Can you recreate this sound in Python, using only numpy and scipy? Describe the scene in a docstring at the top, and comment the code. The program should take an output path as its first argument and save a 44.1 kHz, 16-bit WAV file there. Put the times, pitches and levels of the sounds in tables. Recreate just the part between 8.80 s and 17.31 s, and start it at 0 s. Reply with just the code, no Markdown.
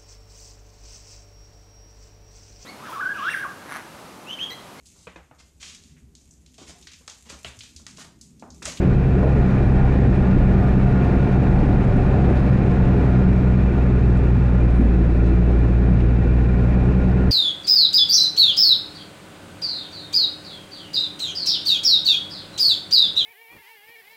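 """Inside a snow plow

A six-cylinder diesel truck plows a country lane, heard from the cab. The exhaust booms deeper as the
engine labours and slows, the engine block clatters and gears whine. The blade rings, drags and pushes
rushing snow. Bumps shake the body, a panel groans, ice patters and small fittings tick."""
import sys
import numpy as np
from scipy import signal
from scipy.fft import rfft, irfft
from scipy.io import wavfile
from scipy.ndimage import uniform_filter1d, minimum_filter1d

SR = 44100
rng = np.random.default_rng(int(sys.argv[2]) if len(sys.argv) > 2 else 0)


def dump(signal):
    """Clip the signal to [-1, 1] and save it as 16-bit WAV at the path in sys.argv[1]."""
    limited = np.clip(np.atleast_2d(signal).T, -1, 1)
    pcm = np.round(limited * 32767).astype(np.int16)
    wavfile.write(sys.argv[1], SR, pcm)


N = 375291
TIME = np.arange(N) / SR
FREQ = np.arange(N // 2 + 1) * SR / N + 1e-6

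# Tone colours of the noises. Each row: frequency in Hz, relative level in dB.
ICE_COLOUR = [(1500, -15), (3500, 2.5), (6500, 0), (10400, -4), (11500, -16.5), (15000, -32.5)]
DRONE_COLOUR = [(40, -21), (80, -5), (120, 1.5), (200, -3), (280, -4.5), (310, -7.5), (420, -9.5),
                (600, -33), (2000, -100)]
RUMBLE_COLOUR = [(8, -21), (16, -8), (24, -14), (32, 1.5), (37, 7.5), (45, 1.5), (58, 5.5), (85, -9),
                 (300, -100)]
RUSH_COLOUR = [(250, -26), (480, -1.5), (560, 0), (670, -2.5), (760, -2), (860, -5.5), (930, -8.5),
               (1150, -9.5), (1500, -11), (1900, -14.5), (2150, -15.5), (2600, -21.5), (3200, -30.5),
               (9000, -100)]
HISS_COLOUR = [(1500, -15.5), (2800, -4), (3800, -1.5), (4600, -8), (5400, -10), (6200, -14), (6800, -11),
               (7300, -20), (7950, -14.5), (8600, -23), (10400, -22.5), (11300, -30.5), (13700, -38),
               (15000, -47)]
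SPRAY_COLOUR = [(1500, -13.5), (3600, 5.5), (5500, -3.5), (6800, -7), (7300, -13), (8000, -11.5),
                (8700, -14.5), (10400, -13.5), (11400, -18.5), (15000, -39.5)]
# Modes, the pitches a part rings at. Each row: pitch in Hz, width in Hz, relative level in dB.
PANEL_MODES = [(106.6, 18, -0.5), (139, 15, 0), (183.6, 13.2, 2.5), (244, 35, -4), (330, 31, -8),
               (397, 47, -9), (465, 27, -11)]
BLADE_MODES = [(603, 13, .5), (650, 14, -7), (714, 14, 2.5), (785, 45, -7), (860, 40, -8), (1205, 9, -6),
               (1424, 24, -10)]
EDGE_MODES = [(764, 34, 1.5), (836, 60, 0)]
BLOCK_MODES = [(1038, 23, 3.5), (1224, 6.9, -3), (1423, 30, 3), (1452, 19, -.5), (1508, 27, 0),
               (1707, 110, -1.5), (1850, 90, -4), (2302, 47, -4.5), (2396, 42, -1.5), (2457, 47, -5.5),
               (2625, 40, -3), (2810, 27, -12)]
# Sounds that swell and fade. Each row: start in seconds, peak level in dB.
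LANE_RUTS = [(0.08, -21.5), (0.6, -32), (0.92, -22), (1.5, -19), (1.92, -20), (2.22, -25.5), (2.65, -18),
             (3.07, -22), (3.35, -27), (3.92, -21), (5.78, -25.5), (7.13, -26)]
SNOW_SPRAYS = [(0.675, -56), (2.22, -57), (2.39, -58), (2.5, -60), (2.77, -58), (3.4, -59), (3.545, -52.5),
               (3.655, -60), (5.34, -61), (6.43, -56)]
EDGE_SCRAPES = [(0.87, -47), (2.38, -40), (2.62, -38), (3.3, -41.5), (3.9, -42)]
# Faint, brief ticks and clacks. Each row: start in seconds, level in dB, pitch in Hz.
FITTING_TICKS = [(1.70, -66, 7940), (2.24, -57, 4802), (3.038, -58, 8990), (3.16, -56, 7500),
                 (3.895, -63, 6996), (4.555, -56, 5500), (5.37, -54, 5600), (5.62, -64, 4586),
                 (6.46, -57, 5500), (7.2, -37, 2380)]
SHORT_CLACKS = [(0.384, -17, 684), (0.43, -17, 603), (1.74, -22, 711), (3.343, -19, 724), (4.986, -17, 700)]
# Longer shudders. Each row: start in seconds, level in dB, pitch in Hz, fade time in seconds.
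TRIM_SQUEAKS = [(2.04, -56, 10120, .04), (5.915, -60, 9430, 0.085)]
PANEL_GROANS = [(6.1, -27.5, 321.4, 0.14), (6.38, -29, 324.8, .14), (6.56, -29, 337, 0.092)]
BLADE_BUMPS = [(0.07, -15.5, 240, 0.036), (0.355, -19.5, 337, 0.052), (0.428, -17.5, 500, 0.022),
               (0.462, -20, 480, 0.027), (1.56, -13, 240, 0.031), (1.95, -21, 259.6, 0.066),
               (2.89, -23, 256, 0.086), (3.47, -24, 369.7, 0.078), (5.1, -24, 332, 0.052),
               (5.995, -12, 235.8, 0.05), (6.675, -20.5, 337, 0.06), (6.83, -21.5, 320.1, 0.047),
               (7.06, -28, 460, .04), (7.11, -12, 183, 0.044), (7.22, -20, 250, .03)]
# The load of snow on the blade, and how hard its edge bites. Each row: time in seconds, level in dB.
SNOW_LOAD = [(0, -29), (0.25, -34.5), (0.55, -31.5), (2.7, -30.5), (3.5, -30.5), (4.3, -30.5), (4.7, -33.5),
             (5.5, -34.5), (6.2, -35), (7.5, -35.5), (8.3, -34)]
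EDGE_BITE = [(0, -46), (0.28, -43), (0.42, -36), (0.85, -36), (1.02, -31), (1.13, -39), (2.2, -32.5),
             (2.45, -37.5), (2.68, -33), (3.05, -37), (3.35, -33), (3.77, -43), (4.0, -36.5), (4.7, -39.5),
             (5.4, -39.5), (6.25, -53), (6.55, -41.5), (7.6, -41), (8.4, -38.5)]
# The engine sags, then recovers. Each row: time in seconds, firings per second.
ENGINE_SPEED = [(0, 65.6), (0.28, 65.23), (0.5, 65.4), (1.08, 63.88), (2.2, 64.22), (2.8, 65.38),
                (3.1, 64.9), (3.5, 65.52), (3.8, 64.15), (4.5, 62.18), (5, 62.75), (5.25, 60.87),
                (5.7, 60.18), (6.05, 57.63), (6.45, 57.94), (6.9, 58.51), (7.7, 60.24), (8.3, 62.53),
                (8.5, 62.9)]
# Tones of gears and belts. Each row: multiple of the firing rate, base level in dB.
GEAR_TONES = [(9.3, -49.5), (11.1, -53), (22.2, -55.5)]
# Tones of unequal cylinders. Each row: multiple of the six-firing cycle's rate, base level in dB.
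CYLINDER_TONES = [(2, -32), (9, -35.5), (10, -28), (11, -38), (13, -30.5), (17, -31.5), (19, -33),
                  (22, -38.5), (24, -40), (26, -41), (34, -41), (35, -40.5), (39, -46.5)]
# How loudly the cab booms at each pitch. Each row: pitch in Hz, level in dB.
CAB_BOOM = [(57, -13.5), (62, -17), (65, -21), (68, -11), (115, -27), (118, -19.5), (123, -20),
            (130, -20.5), (134, -26.5), (174, -28), (183, -25.5), (186.5, -20.5), (189.5, -24),
            (192.5, -22), (196, -29.5)]
# The mode of the cab's air nearest each exhaust tone. Each row: pitch in Hz, width in Hz.
AIR_MODES = [(62, 130), (126, 47), (177, 18)]


def undb(db):
    """Turn decibels into a gain to multiply by."""
    return 10 ** (np.asarray(db) / 20)


def unit(x):
    """Scale a signal to an average power of 1."""
    return x / np.sqrt(np.mean(x ** 2))


def curve(table):
    """Join (time, value) rows with straight lines."""
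    return np.interp(TIME, *np.transpose(table))


def noise():
    """White noise, an even hiss."""
    return rng.standard_normal(N)


def wander(hz, size=1000):
    """Smooth random motion, typically 1 in size, with up to about hz wiggles a second."""
    spectrum = rng.standard_normal(size) + 1j * rng.standard_normal(size)
    return unit(irfft(spectrum * np.exp(-.5 * (FREQ[:size] / hz) ** 2), N))


def colour(x, points):
    """Give x a tone colour, at power 1."""
    hz, db = np.transpose(points)
    gain = undb(np.interp(np.log(FREQ), np.log(hz), db))
    return unit(irfft(rfft(x) * gain, N))


def resonance(hz, width):
    """How one mode answers each frequency: most strongly at its own pitch."""
    return 1 / (1 + 1j * (FREQ ** 2 - hz ** 2) / (FREQ * width))


def ring(x, modes, wander_db):
    """Let x ring a part's modes, each slowly swelling and fading; the result has power 1."""
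    spectrum, out = rfft(x), 0
    for hz, width, db in modes:
        steeper_sides = abs(resonance(hz, 5 * width))
        mode = irfft(spectrum * resonance(hz, width) * steeper_sides, N)
        out += undb(db + wander_db * wander(0.62)) * mode
    return unit(out)


def swells(table, rise_s):
    """A gain made of swells that each peak after rise_s and die away."""
    power = np.zeros(N)
    for start, db in table:
        age = np.maximum(TIME - start, 0) / rise_s
        power += (undb(db) * age * np.exp(1 - age)) ** 2
    return np.sqrt(power)


def shudders(table, width, rise_s):
    """Short dying bursts of noise; a smaller width gives a clearer pitch."""
    out, t = np.zeros(N + SR), TIME[:SR // 2]
    for start, db, hz, decay in table:
        band = signal.butter(2, [hz / (1 + width), hz * (1 + width)], "band", fs=SR, output="sos")
        vibration = signal.sosfilt(band, rng.standard_normal(SR))[-len(t):]
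        envelope = (1 - np.exp(-t / rise_s)) * np.exp(-t / decay)
        level = undb(db) * np.sqrt(np.mean(envelope ** 2))
        first = int(start * SR)
        out[first:first + len(t)] += level * unit(envelope * vibration)
    return out[:N]


def ice_patter(per_second=16, decay_s=.017, spread_db=2.0, level_db=-75):
    """Stray bits of ice patter lightly on the cab, some harder than others."""
    hits = rng.random(N) < per_second / SR
    strength = undb(spread_db * np.clip(noise(), -2, 2))
    fading_power = signal.lfilter([1], [1, -np.exp(-1 / (decay_s * SR))], hits * strength ** 2)
    return undb(level_db) * colour(noise() * np.sqrt(fading_power), ICE_COLOUR)


def cab_fittings(tick_decay_s=0.013, muffle_hz=10300):
    """Loose fittings tick, with their highest treble softened; the trim squeaks and a panel groans."""
    ticks = shudders([(*tick, tick_decay_s) for tick in FITTING_TICKS], width=0.44, rise_s=.003)
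    treble_cut = signal.butter(8, muffle_hz, fs=SR, output="sos")
    squeaks = shudders(TRIM_SQUEAKS, width=.035, rise_s=.04)
    groans = shudders(PANEL_GROANS, width=0.011, rise_s=0.022)
    return signal.sosfilt(treble_cut, ticks) + squeaks + groans


def truck_body(load_db, mount_hz=35.5):
    """The lane shakes frame and panels, more under load; each rut rocks the cab on its mounts."""
    frame = undb(3) * colour(noise(), DRONE_COLOUR)
    panels = undb(1) * ring(noise(), PANEL_MODES, wander_db=0.1)
    rumble = undb(-25.5 + 0.63 * load_db) * colour(noise(), RUMBLE_COLOUR)
    sway = np.sqrt(2) * np.sin(2 * np.pi * mount_hz * TIME + 0.87 * wander(8.1))
    rocking = swells(LANE_RUTS, rise_s=0.09) * sway
    drone = undb(-26 + 0.71 * load_db + wander(6.6)) * (frame + panels)
    return drone + rumble + rocking


def crunch(per_second, spread_db):
    """Tiny random fractures in the snow, most weak, a few strong."""
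    cracks = (rng.random(N) < per_second / SR) * noise()
    return unit(cracks * undb(spread_db * np.minimum(rng.exponential(size=N), 2)))


def snow(load_db, crunchiness=0.33):
    """Snow rolls off the blade in surges, with fine crunching and brighter sprays on top."""
    rush = colour(noise() + crunchiness * crunch(2500, spread_db=2.2), RUSH_COLOUR)
    rush *= undb(-34.5 + 0.83 * load_db - 0.5 * wander(3.3))
    hiss = colour(noise() + crunchiness * crunch(900, spread_db=2.9), HISS_COLOUR)
    hiss *= undb(-54.5 + 0.52 * load_db + 0.3 * wander(14))
    sprays = swells(SNOW_SPRAYS, rise_s=0.026) * colour(noise(), SPRAY_COLOUR)
    return rush + hiss + sprays


def blade(clack_decay_s=0.0028):
    """The steel blade rings as it bites, drags over packed snow and thuds on bumps, amid faint clacks."""
    ringing = undb(curve(EDGE_BITE)) * ring(noise(), BLADE_MODES, wander_db=2.65)
    dragging = swells(EDGE_SCRAPES, rise_s=0.14) * ring(noise(), EDGE_MODES, wander_db=-1.5)
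    clacks = 0
    for start, db, hz in SHORT_CLACKS:
        age = np.maximum(TIME - start, 0)
        envelope = (1 - np.exp(-age * hz * 2)) * np.exp(-age / clack_decay_s)
        clacks += undb(db) * envelope * np.sin(2 * np.pi * hz * age)
    thuds = shudders(BLADE_BUMPS, width=0.24, rise_s=0.00086)
    return ringing + dragging + clacks + thuds


def gears(firings, load, slack=0.9, flicker=0.18):
    """Gear teeth whine louder under load; the slack between them blurs each tone."""
    whine = 0
    for multiple, db in GEAR_TONES:
        level = undb(db) * (1 + flicker * wander(2.0))
        whine += level * np.cos(2 * np.pi * multiple * firings + slack * wander(5.1))
    return np.sqrt(2) * load * whine


def engine_clatter(firings, load, scatter_db=0.5, base_db=-42):
    """Each firing is a knock: a burst on top of steady noise that rings the engine block."""
    knock_number = firings.astype(int)
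    strength = undb(scatter_db * rng.standard_normal(knock_number[-1] + 1))[knock_number]
    fade = np.exp(-(firings % 1) / 0.17)  # restarts at every firing
    knocks = noise() * (1 + strength * fade)
    return undb(base_db) * ring(knocks, BLOCK_MODES, wander_db=0.9) * load ** 0.32


def panel_boost(hz, floor_db=-12):
    """The gain of a gliding tone, which swells as it crosses a panel's own pitch."""
    grid_hz = np.arange(600)
    peaks = sum(1 / (1 + (2 * (grid_hz - pitch) / width) ** 2) ** 2 for pitch, width, _ in PANEL_MODES)
    return unit(np.interp(hz, grid_hz, np.sqrt(undb(floor_db) ** 2 + peaks)))


def exhaust(firings, firing_hz, load, waver=0.044, unevenness=0.2):
    """Firing pulses boom in the cab and waver under load; unequal cylinders add weaker tones."""
    out = 0
    for multiple, (pitch, width) in enumerate(AIR_MODES, 1):
        hz = multiple * firing_hz
        level = undb(np.interp(hz, *np.transpose(CAB_BOOM)))
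        level *= 1 + waver * multiple * load * wander(4.1)
        lag = 2 * np.arctan(2 * (hz - pitch) / width)  # a tone lags as it rises through an air mode
        out += level * np.cos(2 * np.pi * multiple * firings - lag)
    for per_cycle, db in CYLINDER_TONES:
        multiple = per_cycle / 6  # six firings make one engine cycle
        tone = np.cos(2 * np.pi * (multiple * firings + rng.random()))
        level = undb(db) * load ** 0.48 * panel_boost(multiple * firing_hz)
        out += level * (1 + unevenness * wander(5.7)) * tone
    return np.sqrt(2) * out


def scene():
    """Cab, plow and engine, all heard from one spot inside."""
    firing_hz = curve(ENGINE_SPEED)
    firings = np.cumsum(firing_hz * (1 + 0.00181 * wander(4.6))) / SR  # running count
    snow_db = curve(SNOW_LOAD)
    load_db = snow_db - snow_db.mean()  # deeper snow works the truck harder
    load = undb(load_db)
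    engine = exhaust(firings, firing_hz, load) + gears(firings, load) + engine_clatter(firings, load)
    plow = blade() + snow(load_db)
    cab = truck_body(load_db) + ice_patter() + cab_fittings()
    return (cab + plow + engine)[None]


def record(dry, threshold_db=-8, squeeze=0.51, hold_s=0.014, top_hz=15100):
    """A limiter turns down the loudest peaks, and the highest treble is cut."""
    hold = int(hold_s * SR)
    gain = np.minimum(1, undb(threshold_db) / (abs(dry) + 1e-9)) ** squeeze
    held = minimum_filter1d(gain, hold)
    smoothed = uniform_filter1d(uniform_filter1d(held, hold // 2), hold // 2)
    end_fades = np.minimum(1, np.minimum(TIME, TIME[::-1]) / .003)
    treble_cut = signal.ellip(8, .2, 70, top_hz, fs=SR, output="sos")
    return signal.sosfilt(treble_cut, dry * smoothed * end_fades)


dry = scene()
out = record(dry)
dump(out)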